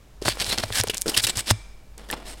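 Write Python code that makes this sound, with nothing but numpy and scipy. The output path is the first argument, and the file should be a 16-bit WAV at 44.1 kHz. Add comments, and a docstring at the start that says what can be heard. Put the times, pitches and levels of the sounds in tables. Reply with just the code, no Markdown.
"""Scratching a hollow box

A hand rubs a hard, hollow box right at a microphone on a spring arm, in a quiet, humming room.
Grit catches and lets go in short strokes, mixed with nail ticks, squeaks, knocks and a brief judder.
Bumps make the arm boom, and the rubbing makes its springs ring. One stroke swells into a hard bump;
after a pause the box is turned over with a rustle and a few taps."""
import sys
import numpy as np
from scipy import signal
from scipy.fft import rfft, irfft
from scipy.io import wavfile

SR = 44100
rng = np.random.default_rng(int(sys.argv[2]) if len(sys.argv) > 2 else 0)


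def persist_wave(psi):
    """Save psi, clipped to +-1, as 16-bit WAV."""
    counts = np.round(np.clip(psi, -1, 1) * 32767).astype(np.int16)
    wavfile.write(sys.argv[1], SR, np.atleast_2d(counts).T)


N = 105840
TIME = np.arange(N) / SR
TREBLE_EDGE_HZ = 4340

# The pitches at which the box's surface likes to ring: pitch_hz, level_db
SKIN_MODES = [(3450, -8), (5300, -2), (8340, -3), (10500, -8)]


def scraping():
    """Firm strokes ring the box's panel and surface; light slides ring only the surface."""
    # Firm strokes; the panel's pitch depends on where they touch:
    # start_s, length_s, first_level_db, last_level_db, bass_db, treble_db, panel_pitch_hz
    strokes = [ (0.25, 0.038, -33, -23.5, 9, 1, 4450), (0.295, 0.042, -23, -37.5, -16, -5, 4600),
               (0.392, 0.029, -32, -19.5, 1, -5, 4550), (0.425, 0.08, -41.5, -30, 5.5, 1, 4100),
               (0.509, 0.015, -29, -20, -1.5, -5.5, 4230), (0.525, 0.049, -24.5, -49, 8.5, -3, 4200),
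               (0.576, 0.031, -24.5, -31, 5.5, -5.5, 5400), (0.617, 0.021, -46, -23, 2.5, -6, 4250),
               (0.719, 0.035, -33.5, -25.5, -11, -0.5, 1730), (0.755, 0.055, -20, -22, -2.5, -0.5, 1600),
               (0.871, 0.013, -29, -48, 15, 4, 2920), (0.897, 0.02, -16, -39, -10, -2.5, 2860),
               (.934, 0.02, -32, -32, 4, -11, 2730), (0.969, 0.0079, -29, -47.5, 2, 12.5, 5170),
               (1.006, 0.021, -47, -49, -13, 8.5, 8200), (1.077, 0.025, -34, -30, 1, 1.5, 4860),
               (1.143, 0.0078, -23.5, -25.5, -0.5, 0, 2820), (1.163, 0.011, -28, -19.5, -4.5, -1.5, 3700),
               (1.171, 0.034, -16.5, -25, -13, -4.5, 4940), (1.217, 0.016, -51, -48, -23, 19.5, 8300),
               (1.236, 0.014, -21.5, -18, -9, 3, 3800), (1.268, 0.014, -15.5, -32.5, 0, 1, 2680),
               (1.282, 0.022, -32, -23, 0.5, -2.5, 4020), (1.354, 0.026, -37, -36, 8, 2, 5030),
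               (1.376, 0.031, -26, -26.5, -4.5, -1.5, 8340), (1.458, 0.052, -39, -15, 0, -2, 5250),
               (2.086, 0.036, -47, -39, 15.5, 2, 1850), (2.129, .011, -31.5, -35, 19.5, -4.5, 3500),
               (2.249, 0.022, -56, -38.5, 9, -0.5, 3970), (2.276, 0.06, -38.5, -40.5, 2, -2.5, 8400)]
    # Light slides, first rubbing the box, then turning it:
    # start_s, length_s, first_level_db, last_level_db, bass_db, treble_db
    slides = [(0.215, 0.675, -41.5, -45, 7.5, -1), (0.927, 0.16, -53, -65, 17.5, 11),
              (1.059, 0.41, -37.5, -52.5, 12, 0.5), (1.976, 0.15, -46.5, -60, 13, -6),
              (2.147, 0.2, -46.5, -56.5, 16.5, -8), (2.34, 0.075, -53.5, -49.5, 11, -1.5)]
    panel_gain, panel_sharpness = 1.44, 9.5
    out, firm_grit, light_grit = np.zeros(N), friction(), friction()
    # Each stroke rings the surface's pitches in a new random mix.
    mixes = from_db(5 * rng.standard_normal((len(strokes), len(SKIN_MODES))))
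    for (start_s, *stroke, pitch_hz), mix in zip(strokes, mixes):
        sound = rub(firm_grit, start_s, *stroke)
        panel = panel_gain * resonance(sound, pitch_hz, pitch_hz / panel_sharpness)
        add(out, start_s, from_db(-0.36) * (sound + panel + skin(sound, mix)))
    for start_s, *slide in slides:
        sound = rub(light_grit, start_s, *slide)
        add(out, start_s, sound + skin(sound, np.ones(len(SKIN_MODES))))
    return out


def friction(grains_per_s=9000, size_spread_db=3, flicker_db=2):
    """Dense grit catches and lets go on the box; returns the bass, middle and treble of that noise."""
    # The tone colour of the scrape: frequency_hz, relative_level_db
    spectrum = [(110, -14), (180, -5.5), (750, -5.5), (1220, -8), (1750, -3.5), (2540, -4.5), (2740, -1.5),
                (4900, -3), (6380, -7), (8140, -5), (10800, -8.5), (15600, -20)]
    bass_edge_hz = 1120
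    sizes = from_db(size_spread_db * np.minimum(rng.exponential(1, N), 4))
    signs = rng.choice([-1, 1], N)
    catches = rng.random(N) < grains_per_s / SR
    grit = coloured(sizes * signs * catches, spectrum)
    grit = rms_one(grit * from_db(flicker_db * drift(rate_hz=84)))
    hz = np.fft.rfftfreq(N, 1 / SR)
    bass = 1 / (1 + (hz / bass_edge_hz) ** 4)
    treble = 1 - 1 / (1 + (hz / TREBLE_EDGE_HZ) ** 6)
    return np.array([irfft(rfft(grit) * band, N) for band in (bass, 1 - bass - treble, treble)])


def rub(grit, start_s, length_s, first_db, last_db, bass_db, treble_db):
    """One hand movement: it starts quickly, the pressure rises or falls evenly, and it lets go."""
    attack_s, release_s = 0.0009, 0.004
    start = int(start_s * SR)
    t = TIME[:N - start][:int((length_s + 10 * release_s) * SR)]
    pressure = from_db(np.interp(t, [0, length_s], [first_db, last_db]))
    fade_in = 1 - np.exp(-t / attack_s)
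    fade_out = np.exp(-np.maximum(t - length_s, 0) / release_s)
    noise = from_db([bass_db, 0, treble_db]) @ grit[:, start:start + len(t)]
    return pressure * fade_in * fade_out * noise


def skin(rubbing, mix, sharpness=49):
    """The box's surface rings at a few narrow pitches, which makes the rubbing rasp."""
    return sum(share * from_db(level_db) * resonance(rubbing, pitch_hz, pitch_hz / sharpness)
               for (pitch_hz, level_db), share in zip(SKIN_MODES, mix))


def ticks(sharpness=2.5, boost_db=4.5, crackle_db=-31, crackle_fade_s=0.0034):
    """A nail snaps off an edge: a very short click with a tiny crackle behind it."""
    # Nail snaps: start_s, relative_level_db, pitch_hz
    snaps = [(0.2245, -16, 4860), (.4005, -6.5, 5600), (0.445, -7.5, 4470), (0.5843, -2, 4400),
             (0.6397, -10, 4300), (0.7255, -11.5, 3330), (0.8125, -2.5, 5240), (.825, -26, 6050),
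             (0.8368, -2.5, 9700), (0.885, -9, 4900), (0.9453, -6.5, 7300), (0.9728, -12, 7000),
             (0.9805, -5, 6400), (1.0138, -5, 9800), (1.0189, 2, 7900), (1.081, -4.5, 4660),
             (1.0865, -10.5, 4700), (1.097, -4, 10100), (1.1757, 2.5, 9900), (1.1772, -21, 4800),
             (1.234, -7, 9050), (1.372, -3.5, 6640), (1.5046, -2, 4060), (1.511, 4.5, 7860),
             (1.98, -20, 7560), (2.1015, -13.5, 2950), (2.113, -5.5, 9400), (2.1281, -9.5, 2520)]
    out, snap = np.zeros(N), signal.unit_impulse(600)
    fade = np.exp(-TIME[:len(snap)] / crackle_fade_s)
    for start_s, level_db, pitch_hz in snaps:
        crackle = from_db(crackle_db) * rng.standard_normal(len(snap)) * fade
        tick = resonance(snap + crackle, pitch_hz, pitch_hz / sharpness)
        tick = cut(tick, 2 * pitch_hz, "low", order=4)
        snap_size = np.linalg.norm(resonance(snap, pitch_hz, pitch_hz / sharpness))
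        tilt = np.sqrt(TREBLE_EDGE_HZ / pitch_hz)  # higher ticks carry less energy
        add(out, start_s, from_db(level_db + boost_db) * tilt * tick / snap_size)
    return out


def knocks(ring_s=0.024):
    """Each knock is a soft push on the panel and a short hollow ring of the box."""
    # Knocks on the box: start_s, push_db, brightness_hz, ring_db, pitch_hz
    hits = [(0.2206, -38, 570, -18, 394), (0.2575, -8.5, 1770, -23.5, 640), (0.2823, 0, 1680, -19, 312),
            (.3717, -21, 1800, -28, 494), (0.58, -16.5, 1490, -29.5, 417), (0.6367, -9.5, 1900, -15, 646),
            (0.704, -18, 1200, -27, 420), (0.8362, -13.5, 2420, -28.5, 1280), (0.8402, -14, 930, -16, 427),
            (0.8972, -60, 700, -16.5, 432), (1.5097, -1.5, 1340, -18.5, 302),
            (2.1013, -62, 1800, -19, 1793), (2.1355, -16.5, 1500, -21, 850)]
    out, blow = np.zeros(N), signal.unit_impulse(4000)
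    for start_s, push_db, brightness_hz, ring_db, pitch_hz in hits:
        push = cut(blow, brightness_hz, "low")
        push = cut(push / push.max(), hz=222, kind="high", order=1)
        hollow = ring(blow, pitch_hz, ring_s)
        add(out, start_s, from_db(push_db) * push - from_db(ring_db) * hollow)
    return out


def squeaks(sharpness=11.5):
    """A dragging nail sticks and slips at one pitch for a moment, swelling and fading."""
    # Nail drags: start_s, length_s, level_db, pitch_hz
    drags = [(0.502, 0.03, -26, 4120), (0.896, .014, -32, 2840), (1.139, 0.0136, -22, 2950),
             (1.28, 0.038, -30, 7760)]
    out = np.zeros(N)
    for start_s, length_s, level_db, pitch_hz in drags:
        swell = np.hanning(int(length_s * SR))
        tone = pitched_noise(SR, pitch_hz, pitch_hz / sharpness)
        add(out, start_s, from_db(level_db) * swell * rms_one(tone[-len(swell):]))
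    return out


def judder(start_s=1.0595, length_s=0.031, gap_s=0.0076, unevenness=0.11):
    """A fingertip skips and drums on the box; as it moves on, the lowest pitch takes over."""
    # The box's hollow tones: pitch_hz, first_slip_db, last_slip_db, ring_s
    tones = [(440, -22, -27, .065), (345, -31, -20, .035), (1370, -28, -46, .018)]
    out, slips, end_s = np.zeros(N), np.zeros(N), start_s + length_s
    for slip_s in np.arange(start_s, end_s, gap_s):
        add(slips, slip_s + gap_s * unevenness * rng.standard_normal(), [1])
    for pitch_hz, first_db, last_db, ring_s in tones:
        strength = from_db(np.interp(TIME, [start_s, end_s], [first_db, last_db]))
        out += ring(slips * strength, pitch_hz, ring_s)
    return out


def arm(shove_s=0.0035):
    """Each bump is a soft shove that sets the microphone arm booming."""
    # Bumps that reach the arm: start_s, level_db
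    bumps = [(0.258, -21.5), (0.283, -23.5), (.401, -30.5), (0.477, -28.5), (0.579, -27.5), (0.636, -23),
             (0.704, -25.5), (0.798, -17.5), (0.869, -29), (1.173, -25.5), (1.241, -27), (1.368, -23),
             (1.51, -9)]
    # The arm's low tones: pitch_hz, relative_level_db, ring_s
    tones = [(105.5, -1, 0.13), (227, -12, 0.081)]
    blows, shove = np.zeros(N), np.hanning(int(shove_s * SR))
    for start_s, level_db in bumps:
        add(blows, start_s, from_db(level_db) * shove / shove.sum())
    return sum(from_db(level_db) * ring(blows, pitch_hz, ring_s) for pitch_hz, level_db, ring_s in tones)


def springs(rubbing):
    """The arm's springs store a little energy from the rubbing and let it go as a thin, wavering ring."""
    # Clusters of close spring tones: pitch_hz, level_db (relative to the rubbing), ring_s
    clusters = [(2335, -27, 1.25), (5220, -37, .9)]
    out = np.zeros(N)
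    for pitch_hz, level_db, ring_s in clusters:
        kept = np.exp(-2 * np.log(1000) / (ring_s * SR))  # share of energy left after each sample
        energy = signal.lfilter([1 - kept], [1, -kept], rubbing ** 2 + 1e-18)
        shimmer = rms_one(pitched_noise(N, pitch_hz, width_hz=130))
        out += from_db(level_db) * np.sqrt(energy) * shimmer
    return out


def room(sound, ring_s=0.67, level_db=-26):
    """The room answers with a faint, dull, smooth echo."""
    fade = np.exp(-np.log(1000) * TIME[:SR] / ring_s)
    tail = cut(rng.standard_normal(SR), hz=9000, kind="low") * fade
    return from_db(level_db) * signal.fftconvolve(sound, tail / np.linalg.norm(tail))[:N]


def background(hum_hz=48.7, waver_hz=2.2, noise_db=-47.5):
    """A low, wavering hum over soft room noise."""
    # How the hum swells and fades: time_s, level_db
    hum_levels = [(.12, -56.5), (.24, -40), (.7, -44), (1.0, -49), (1.65, -44), (1.83, -52.5), (1.95, -46),
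                  (2.4, -42.5)]
    # The tone colour of the room noise: frequency_hz, relative_level_db
    spectrum = [(12, 8.5), (20, -2), (65, -8), (262, -19.5), (3000, -34.5), (6720, -38), (16000, -46.5)]
    pitch_hz = hum_hz + waver_hz * drift(rate_hz=6)
    hum = rms_one(np.sin(2 * np.pi * np.cumsum(pitch_hz) / SR))
    hum_gain = from_db(np.interp(TIME, *np.transpose(hum_levels)))
    noise = coloured(rng.standard_normal(N), spectrum)
    return hum_gain * hum + from_db(noise_db) * noise


def from_db(db):
    """Turn decibels into a number to multiply by."""
    return 10 ** (np.asarray(db) / 20)


def rms_one(x):
    """Scale a signal so that its average strength (rms) is 1."""
    return x / np.sqrt(np.mean(x ** 2) + 1e-20)


def cut(x, hz, kind, order=2):
    """Keep what lies below hz ("low") or above it ("high")."""
    return signal.sosfilt(signal.butter(order, np.clip(hz, 10, SR * .45), kind, fs=SR, output="sos"),
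                          x + 1e-18)


def coloured(noise, spectrum):
    """Give white noise a tone colour, at strength 1."""
    points_hz, points_db = np.transpose(spectrum)
    hz = np.maximum(np.fft.rfftfreq(N, 1 / SR), 1)
    gain = from_db(np.interp(np.log(hz), np.log(points_hz), points_db))
    bass_fade = np.minimum(hz / points_hz[0], 1) ** 2
    return rms_one(irfft(rfft(noise) * gain * bass_fade, N))


def drift(rate_hz):
    """A smooth random wobble of strength 1."""
    return rms_one(cut(rng.standard_normal(N + SR), rate_hz, "low")[SR:])


def resonance(x, pitch_hz, width_hz):
    """Let through only a band around one pitch."""
    decay, angle = np.exp(-np.pi * width_hz / SR), 2 * np.pi * pitch_hz / SR
    feedback = [1, -2 * decay * np.cos(angle), decay ** 2]
    return signal.lfilter(np.array([1, 0, -1]) * (1 - decay ** 2) / 2, feedback, x + 1e-18)


def pitched_noise(samples, pitch_hz, width_hz):
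    """Noise narrowed twice around one pitch, so it sounds like an unsteady tone."""
    band = resonance(rng.standard_normal(samples), pitch_hz, width_hz)
    return resonance(band, pitch_hz, width_hz)


def ring(x, pitch_hz, ring_s):
    """Each click in x starts a pure tone that fades by 60 dB in ring_s."""
    decay, angle = np.exp(-np.log(1000) / (ring_s * SR)), 2 * np.pi * pitch_hz / SR
    return signal.lfilter([0, np.sin(angle)], [1, -2 * decay * np.cos(angle), decay ** 2], x + 1e-18)


def add(out, start_s, sound):
    """Mix a sound into out at the given time."""
    start = int(np.clip(start_s * SR, 0, N - 1))
    out[start:start + len(sound)] += sound[:N - start]


def scene():
    """The box, the arm and the room at one close microphone."""
    rubbing = scraping() + squeaks()
    box = rubbing + ticks() + knocks() + judder()
    return (box + arm() + springs(rubbing) + room(box) + background())[None]


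def record(dry):
    """Peaks past full scale are flattened, then the highest treble is cut."""
    cutoff_hz = 16000
    treble_cut = signal.ellip(10, .1, 80, cutoff_hz, fs=SR, output="sos")
    return signal.sosfilt(treble_cut, np.clip(dry, -1, 1))


dry = scene()
out = record(dry)
persist_wave(out)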